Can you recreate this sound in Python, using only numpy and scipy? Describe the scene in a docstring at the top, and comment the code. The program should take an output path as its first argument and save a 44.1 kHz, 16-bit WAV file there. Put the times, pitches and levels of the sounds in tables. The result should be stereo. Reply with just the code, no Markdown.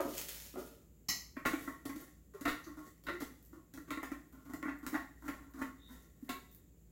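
"""In a small kitchen, over low rumble, thin hiss and a faint mains hum, a hard plastic cup is drawn out of
crinkly wrapping (gated noise) and bumps the counter (blows on decaying modes), then its rim clinks.
Its lid is then pressed on and twisted: each knock or thread slip thumps the air inside, rings the wall
and ticks, while fingers rub and whisper (grainy noise); near the end the lid squeaks airily (narrow noise).
Noise-built reflections and tails answer the handling from cabinets and walls."""
import sys
import numpy as np
from scipy import signal
from scipy.fft import rfft, irfft, next_fast_len
from scipy.io import wavfile
from scipy.ndimage import uniform_filter1d

SR = 44100
rng = np.random.default_rng(int(sys.argv[2]) if len(sys.argv) > 2 else 0)


def waveform_to_disk(signal):
    """Save audio, clipped to [-1, 1], as 16-bit WAV at the path in sys.argv[1]."""
    frames = np.transpose(np.atleast_2d(signal))
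    scaled = np.clip(frames, -1, 1) * 32767
    samples = np.round(scaled).astype(np.int16)
    wavfile.write(sys.argv[1], SR, samples)


N = 305110
T = np.arange(N) / SR
AGE = T[:SR * 3 // 4]  # time since a blow, s

# resonances of the cup wall: f/Hz, relative level/dB, t60/s
WALL_MODES = [(633, -5.5, 0.015), (889, -14.5, 0.043), (1090.3, -9, 0.14), (1200, -12, 0.045),
              (1381, -3.5, 0.037), (1495, -9.5, 0.018), (1740, -5.5, 0.014), (1882, 6, 0.016),
              (2000, 7, 0.0075), (2183, -14, 0.025)]
# colour of hard plastic contact: f/Hz, gain/dB
TICK_COLOUR = [(400, 17), (2000, -5), (3500, 3), (5000, 0), (7300, 5), (8700, -0.5), (11000, 4), (16000, 4)]
# a gentle contact drives little treble: f/Hz, gain/dB
SOFT_COLOUR = [(2100, -1.5), (2500, -11), (6000, -23)]


def undb(db):
    """Decibels to gain."""
    return 10 ** (np.asarray(db) / 20)


def level(x, db):
    """Set the overall rms."""
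    return x * undb(db) / np.sqrt(np.mean(x ** 2))


def peak_level(x, db):
    """Set the rms of the loudest 20 ms of a stereo sound, heard as the mean of its channels."""
    power = uniform_filter1d(x.mean(0) ** 2, size=SR // 50, mode="constant")
    return x * undb(db) / np.sqrt(power.max())


def colour(x, points):
    """Minimum-phase filter through (f/Hz, gain/dB) points, so nothing sounds ahead of its cause."""
    n = 2 * next_fast_len(x.shape[-1] // 2 + SR // 20)
    hz, db = np.transpose(points)
    bin_hz = np.arange(n // 2 + 1) * SR / n
    gain = undb(np.interp(np.log(bin_hz + 1), np.log(hz), db))
    # folding the cepstrum onto positive time gives the causal phase
    cepstrum = irfft(np.log(gain))
    cepstrum[1:n // 2] *= 2
    cepstrum[n // 2 + 1:] = 0
    return irfft(rfft(x, n) * np.exp(rfft(cepstrum)))[..., :x.shape[-1]]


def balance(x, points):
    """Lean each frequency to the left or right by (f/Hz, left minus right/dB) points."""
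    left = colour(x[0], [(hz, db / 2) for hz, db in points])
    right = colour(x[1], [(hz, -db / 2) for hz, db in points])
    return np.array([left, right])


def convolve(x, response):
    """Pass x through one response per channel, keeping its length."""
    return signal.fftconvolve(np.atleast_2d(x), np.atleast_2d(response), axes=-1)[:, :x.shape[-1]]


def add(out, s, x):
    """Mix x in at time s."""
    i = max(int(s * SR), 0)
    out[:, i:i + x.shape[-1]] += x[:, :N - i]


def ring(modes, detune):
    """Decaying modes; the grip shifts each a little from blow to blow."""
    out = np.zeros(len(AGE))
    for hz, db, t60 in modes:
        shifted_hz = hz * (1 + detune * rng.standard_normal())
        polarity = rng.choice([-1, 1])
        out += polarity * undb(db - 60 * AGE / t60) * np.sin(2 * np.pi * shifted_hz * AGE)
    return out


def contact(length_s, chatter):
    """A first impact, then a dying run of tiny slips."""
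    happens = rng.random(len(AGE)) < 1500 / SR  # about 1500 slips a second
    slips = rng.standard_normal(len(AGE)) * happens * np.exp(-AGE / max(length_s, .001))
    force = chatter * slips / (np.linalg.norm(slips) + 1e-9)
    force[0] += 1
    return force


def grains(spread_db):
    """Dense noise at rms 1 whose size jumps unevenly every 32 samples, like micro-clicks."""
    size_db = spread_db * np.minimum(rng.exponential(size=N // 32 + 1), 6)
    size = np.repeat(undb(size_db), 32)[:N]
    return level(size * rng.standard_normal(N), 0)


def kitchen(x, wet_db, t60, early_db, width):
    """Direct sound, close reflections off cabinets and counter, then the room's tail."""
    mid, side = rng.standard_normal((2, len(AGE)))
    tail = undb(-60 * AGE / t60)
    early = undb(early_db) * np.exp(-AGE / 0.029)
    decay = (tail + early) * (1 - np.exp(-AGE / 0.0018))
    stereo = mid + width * side * np.array([[1], [-1]])
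    response = stereo * decay * undb(wet_db) / np.linalg.norm(decay)
    response[:, 0] += 1  # direct sound
    return convolve(x, response)


def waver():
    """Slow random drift at rms 1, mostly below 10 Hz."""
    return level(colour(rng.standard_normal(N), [(3, 1.5), (10, -17), (60, -82.0), (300, -120)]), 0)


def background():
    """Coloured noise gives low rumble and thin hiss; sines wavering in level and phase give the hum."""
    # spectrum of the still kitchen: f/Hz, relative level/dB
    quiet_colour = [(22, -36.5), (40, -24.5), (58, -2), (85, -10), (150, -12.5), (300, -15.5), (500, -25.5),
                    (900, -39.5), (2200, -42.5), (5600, -48), (6500, -45.5), (7700, -41), (8500, -46.5),
                    (16000, -36)]
    # stereo lean: f/Hz, left minus right/dB
    quiet_lean = [(60, 4.5), (300, 1.5), (3000, 3.5), (5500, 3.5), (7200, 28), (8800, -5.5), (15000, 3)]
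    # hum lines ahead of the lean: f/Hz, level/dB
    hum_lines = [(57.2, -65), (165.4, -72), (113.4, -86.5)]
    mid, side = rng.standard_normal((2, N))
    side = colour(side, [(100, -18), (300, -13), (900, -2), (3000, 0)])  # bass stays near the centre
    air = level(colour(mid + side * np.array([[1], [-1]]), quiet_colour), -63.5)
    hum = np.zeros(N)
    for hz, db in hum_lines:
        swell = 1 + 0.13 * waver()
        hum += level(swell * np.sin(2 * np.pi * hz * T + 0.16 * waver()), db)
    return balance(air + hum, quiet_lean)


def wrapping():
    """Thin film crinkles as the cup is drawn past it: each fold gives way quickly and settles slowly."""
    # crinkles: t/s, relative level/dB
    crinkles = [(0, -49), (.078, -48), (0.133, -44), (0.171, -41.5), (0.219, -61), (0.282, -44.5),
                (.34, -46.5), (0.401, -51.5), (.45, -53), (0.573, -51.5), (.665, -60)]
    # colour of the film: f/Hz, gain/dB
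    film_colour = [(180, 1.5), (300, -5.5), (343, -12), (392, 4), (1080, -6), (1840, 2), (5800, 0.5),
                   (6850, 3), (8500, -0.5), (14200, 4.5), (16000, 1)]
    attack_s, fall_db_per_s = 0.004, 124.5
    folds = []
    for s, db in crinkles:
        attack = np.clip((T - s) / attack_s, 0, 1)
        folds.append(attack * undb(db - fall_db_per_s * np.maximum(T - s, 0)))
    envelope = np.linalg.norm(folds, axis=0)  # folds add in power
    crinkle = level(colour(grains(spread_db=3.5), film_colour), -3.5) * envelope
    return kitchen(crinkle, wet_db=1.5, t60=0.31, early_db=-12.5, width=1)


def counter():
    """Soft, scuffing bumps ring the counter top, which radiates little bass."""
    # bumps: t/s, level/dB, decay time of the scuff/s, brightness/dB
    bumps = [(0.001, -33.5, 0.0098, 10), (0.052, -41, 0.035, -8), (0.54, -51, 0.062, -5),
             (0.558, -41, 0.036, 2.5)]
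    # resonances of the counter top: f/Hz, relative level/dB, t60/s
    top_modes = [(296, 4, 0.028), (368, -2, 0.049), (456.5, -18, 0.16), (549, -7, 0.045), (652, -1, 0.015),
                 (910, -9, 0.015), (1247, -5, 0.019), (1393, -14.5, 0.044), (1750, -7, 0.0035)]
    out = np.zeros((2, N))
    for s, db, length_s, bright_db in bumps:
        body = convolve(contact(length_s, chatter=2.1), ring(top_modes, detune=0.014))
        body = colour(body, [(60, -30), (200, -7), (300, 0), (600, bright_db), (1600, bright_db),
                             (3000, 2 * bright_db)])
        add(out, s, peak_level(kitchen(body, wet_db=1, t60=0.64, early_db=3, width=0.57), db))
    return out


def clink():
    """The hard rim snaps and rings, once clearly and twice faintly, heard mostly by way of the walls."""
    # clinks: t/s, level/dB
    clinks = [(1.085, -33.5), (1.153, -53), (2.638, -61)]
    # clearest resonances of the rim: f/Hz, relative level/dB, t60/s
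    rim_modes = [(1930, 1, 0.1), (1924, -6, 0.11), (4300, -8, 0.1), (5662, -20.5, .07),
                 (5830, -14.5, 0.033)]
    # colour of the snap: f/Hz, gain/dB
    snap_colour = [(300, -4.5), (800, -9), (2000, -6.5), (2900, -6), (3450, -19.5), (4000, -0.5), (5500, 3),
                   (7200, -2), (8800, -23), (11000, -6), (15500, -9.5)]
    out = np.zeros((2, N))
    for s, db in clinks:
        snap = colour(contact(0.0006, chatter=0.66), snap_colour)
        rim = level(snap, 0) + level(ring(rim_modes, detune=.001), -9)
        add(out, s, peak_level(kitchen(rim, wet_db=28, t60=0.45, early_db=-3.5, width=0.91), db))
    return out


def rubbing():
    """With each turn the lid grates on the rim and faintly rings the wall, and the fingertips whisper."""
    # turns of the fingers: t at the height of the turn/s, relative grating level/dB
    turns = [(1.40, -77), (1.63, -50), (2.0, -54.5), (2.64, -71), (2.851, -59), (3.48, -73), (4.31, -90),
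             (4.45, -74), (4.76, -84), (5.26, -58.5), (5.582, -85), (5.93, -56.5), (6.252, -67),
             (6.559, -73.5)]
    # colour of fingertips sliding on plastic: f/Hz, gain/dB
    whisper_colour = [(3000, -24), (10500, -11), (12600, -6), (13700, 0), (14700, -4), (16000, -14)]
    rise_db_per_s, fall_db_per_s = 193.5, 109
    stroke_s = 0.056  # half length of a whisper, to 1/e
    effort, strokes = np.zeros(N), np.zeros(N)
    for s, db in turns:
        effort += undb(db - np.maximum(rise_db_per_s * (s - T), fall_db_per_s * (T - s)))
        strokes += np.exp(-((T - s) / stroke_s) ** 2)
    friction = grains(spread_db=3.5) * effort
    wall = ring(WALL_MODES, detune=0.0022)
    wall_ring = convolve(colour(friction, SOFT_COLOUR), wall / np.linalg.norm(wall))
    grate = undb(-7.0) * colour(friction, TICK_COLOUR) + undb(-6.5) * wall_ring
    whisper = strokes * level(colour(grains(spread_db=7), whisper_colour), -71)
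    return kitchen(undb(-4.5) * grate + whisper, wet_db=2, t60=0.16, early_db=9.5, width=1)


def squeak():
    """A swell of friction noise, passed twice through one narrow resonance, is the lid's airy squeak."""
    # squeaks: t/s, length/s, level/dB
    squeaks = [(5.767, .15, -65.5), (6.441, 0.11, -78.5)]
    squeak_hz, width_hz = 3710, 250  # width of a single pass
    out = np.zeros((2, N))
    resonance = np.exp(-np.pi * width_hz * AGE) * np.sin(2 * np.pi * squeak_hz * AGE)
    for s, length_s, db in squeaks:
        swell = np.sin(np.pi * np.clip(AGE / length_s, 0, 1))
        friction = rng.standard_normal(len(AGE)) * swell
        tone = convolve(convolve(friction, resonance), resonance)
        add(out, s, peak_level(kitchen(tone, wet_db=9, t60=0.6, early_db=-14, width=0.97), db))
    return out


def clacks():
    """The lid's hard edge lands on the bare rim and chatters to rest."""
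    # landings: t/s, level/dB
    landings = [(1.457, -46), (2.454, -50), (2.48, -46.5), (3.068, -54), (3.086, -56.5), (3.906, -55),
                (4.943, -58), (6.294, -50.5)]
    # colour of the edge's crack: f/Hz, gain/dB
    crack_colour = [(700, -6), (1300, 3.5), (2300, -13.5), (2700, 10), (3100, -4), (3700, 7.5), (4600, -2),
                    (6500, -22.5)]
    out = np.zeros((2, N))
    for s, db in landings:
        crack = colour(contact(0.027, chatter=1.3), crack_colour)
        add(out, s, peak_level(kitchen(crack, wet_db=5.5, t60=0.44, early_db=4.0, width=0.86), db))
    return out


def graze(length_s, db):
    """The light scrape that leads into a knock and sets the wall ringing."""
    scrape = colour(contact(length_s, chatter=2.8), SOFT_COLOUR)
    wall = convolve(scrape, ring(WALL_MODES, detune=.004))
    return peak_level(kitchen(wall, wet_db=11.5, t60=0.21, early_db=0, width=1.0), db)


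def air_thump(hz, swell_s):
    """The lid pumps the air in the cup: a few cycles that swell and leak away."""
    envelope = (AGE / swell_s) ** 2 * np.exp(-2 * AGE / swell_s)
    return envelope * np.sin(2 * np.pi * hz * AGE)


def cup(air_hz, air_db, wall_db, upper_db, tick_db, slip_s):
    """One contact of the lid thumps the air, rings the lower and upper wall modes and ticks."""
    split_hz = 1600
    low_modes = [m for m in WALL_MODES if m[0] < split_hz]
    high_modes = [m for m in WALL_MODES if m[0] >= split_hz]
    # a long slip judders, so its thump is rougher than that of a clean catch
    thump = convolve(contact(slip_s, chatter=slip_s / 0.015), air_thump(air_hz, swell_s=0.0082))
    air = kitchen(thump, wet_db=-4.5, t60=0.47, early_db=-9.5, width=0.16)
    # one force drives wall and tick alike
    force = contact(slip_s, chatter=3.23)
    low_ring = convolve(force, ring(low_modes, detune=0.0053))
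    low = kitchen(low_ring, wet_db=0.5, t60=0.39, early_db=-2.5, width=0.93)
    high_ring = convolve(force, ring(high_modes, detune=.005))
    high = kitchen(high_ring, wet_db=4.5, t60=0.53, early_db=3.5, width=1)
    tick = kitchen(colour(force, TICK_COLOUR), wet_db=4, t60=0.63, early_db=4.0, width=0.82)
    wall = peak_level(low, wall_db) + peak_level(high, wall_db + upper_db)
    return peak_level(air, air_db) + wall + peak_level(tick, tick_db)


def lid():
    """Knocks as the lid catches on the cup, and softer, mostly longer slips of its thread."""
    # knocks: t/s, air thump level/dB, lower wall ring over the thump/dB, edge tick over the thump/dB
    knocks = [(1.367, -42.5, -6.5, -22.5), (1.452, -53.5, 17.5, -2), (1.459, -39, 2, -0.5),
              (1.532, -33, -12.5, -18.5), (1.675, -40, -6.5, -21), (1.854, -42, -12, -6.5),
              (1.891, -42.5, -9, -12), (1.961, -45.5, -20, -10.5), (2.41, -46, -12, -5.5),
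              (2.453, -34.5, -1.5, -13), (2.477, -37, -2.5, -8.5), (3.038, -72.5, -7, 11.5),
              (3.067, -50.5, 3.5, -7.5), (3.085, -47, 5.5, -30), (3.203, -47, -7, -3.5),
              (3.22, -40, -13.5, -9.5), (3.738, -50, -14.5, -4), (3.775, -47.5, -10, -10.5),
              (3.906, -40.5, -4, -9), (3.971, -41.5, -5.5, -23), (4.03, -46.5, -1, -4.5),
              (4.115, -40, -11, -17.5), (4.535, -42.5, -10.5, -8.5), (4.628, -43, -2.5, -17),
              (4.654, -41, -6, -22), (4.682, -38.5, -7.5, -27), (4.865, -46.5, -2.5, 1.5),
              (4.927, -39, -11, -17.5), (4.943, -34.5, -5, -18.5), (5.28, -43.5, -1.5, -7),
              (5.614, -37.5, -6, -15.5), (6.224, -46, -35, -48), (6.292, -43.5, -1.5, -1)]
    # juddering thread slips: t/s, air thump level/dB, air note f/Hz, decay time of the judder/s
    thread_slips = [(2.019, -56, 333, 0.004), (2.338, -48.5, 410, 0.042), (2.666, -47, 297, 0.027),
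                    (2.771, -46.5, 304, 0.031), (3.086, -45.5, 365, 0.063), (3.529, -53.5, 314, 0.036),
                    (3.878, -50.5, 305, 0.024), (4.327, -55.5, 272, 0.08), (4.456, -53.5, 267, .029),
                    (4.494, -47.5, 276, 0.014), (4.829, -47, 290, 0.023), (5.224, -46.5, 284, 0.12),
                    (5.538, -49, 298, 0.077), (5.587, -44, 278, 0.013), (5.89, -54, 259, 0.063)]
    thump_hz, seated_s, sag_hz_per_s = 288.7, 4.77, 17.4  # knocks sink once the thread closes the gap
    firm_db, firm_chatter_s, doubling_db = -45, 0.0079, 28  # harder blows chatter longer
    graze_s, graze_db = 0.0092, -57.5  # lead and scrape decay; level of a full graze
    graze_full_db = -45.5  # knocks that ring the wall less than this are grazed less too
    out = np.zeros((2, N))
    for s, db, wall_db, edge_db in knocks:
        air_hz = thump_hz - sag_hz_per_s * max(s - seated_s, 0)
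        blow_db = db + (wall_db + edge_db) / 2  # how hard plastic meets plastic
        chatter_s = firm_chatter_s * 2 ** ((blow_db - firm_db) / doubling_db)
        add(out, s, cup(air_hz, db, db + wall_db, -2.5, db + edge_db, chatter_s))
        graze_gain = min(undb(db + wall_db - graze_full_db), 1)
        add(out, s - graze_s, graze(graze_s, graze_db) * graze_gain)
    for s, db, air_hz, length_s in thread_slips:
        # soft slips ring the upper wall modes less: -10 dB against the lower ones
        add(out, s, cup(air_hz, db, db - 10, -10, db - 15.5, length_s))
    return out


def scene():
    """The handling, heard from the side, over the still kitchen."""
    # stereo lean of the handling: f/Hz, left minus right/dB
    handling_lean = [(300, 1.2), (700, 4.5), (1090, 3.5), (1450, -2.5), (2000, 0.5), (3200, 2.5),
                     (5000, 6.5), (7000, 9.5), (9000, 0.5), (14000, -0.5)]
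    handling = wrapping() + counter() + clink() + rubbing() + squeak() + clacks() + lid()
    return background() + balance(handling, handling_lean)


def record(dry):
    """A steep elliptic low-pass ends the treble just below 16 kHz."""
    return signal.sosfilt(signal.ellip(10, .2, 70, 15950, fs=SR, output="sos"), dry)


dry = scene()
out = record(dry)
waveform_to_disk(out)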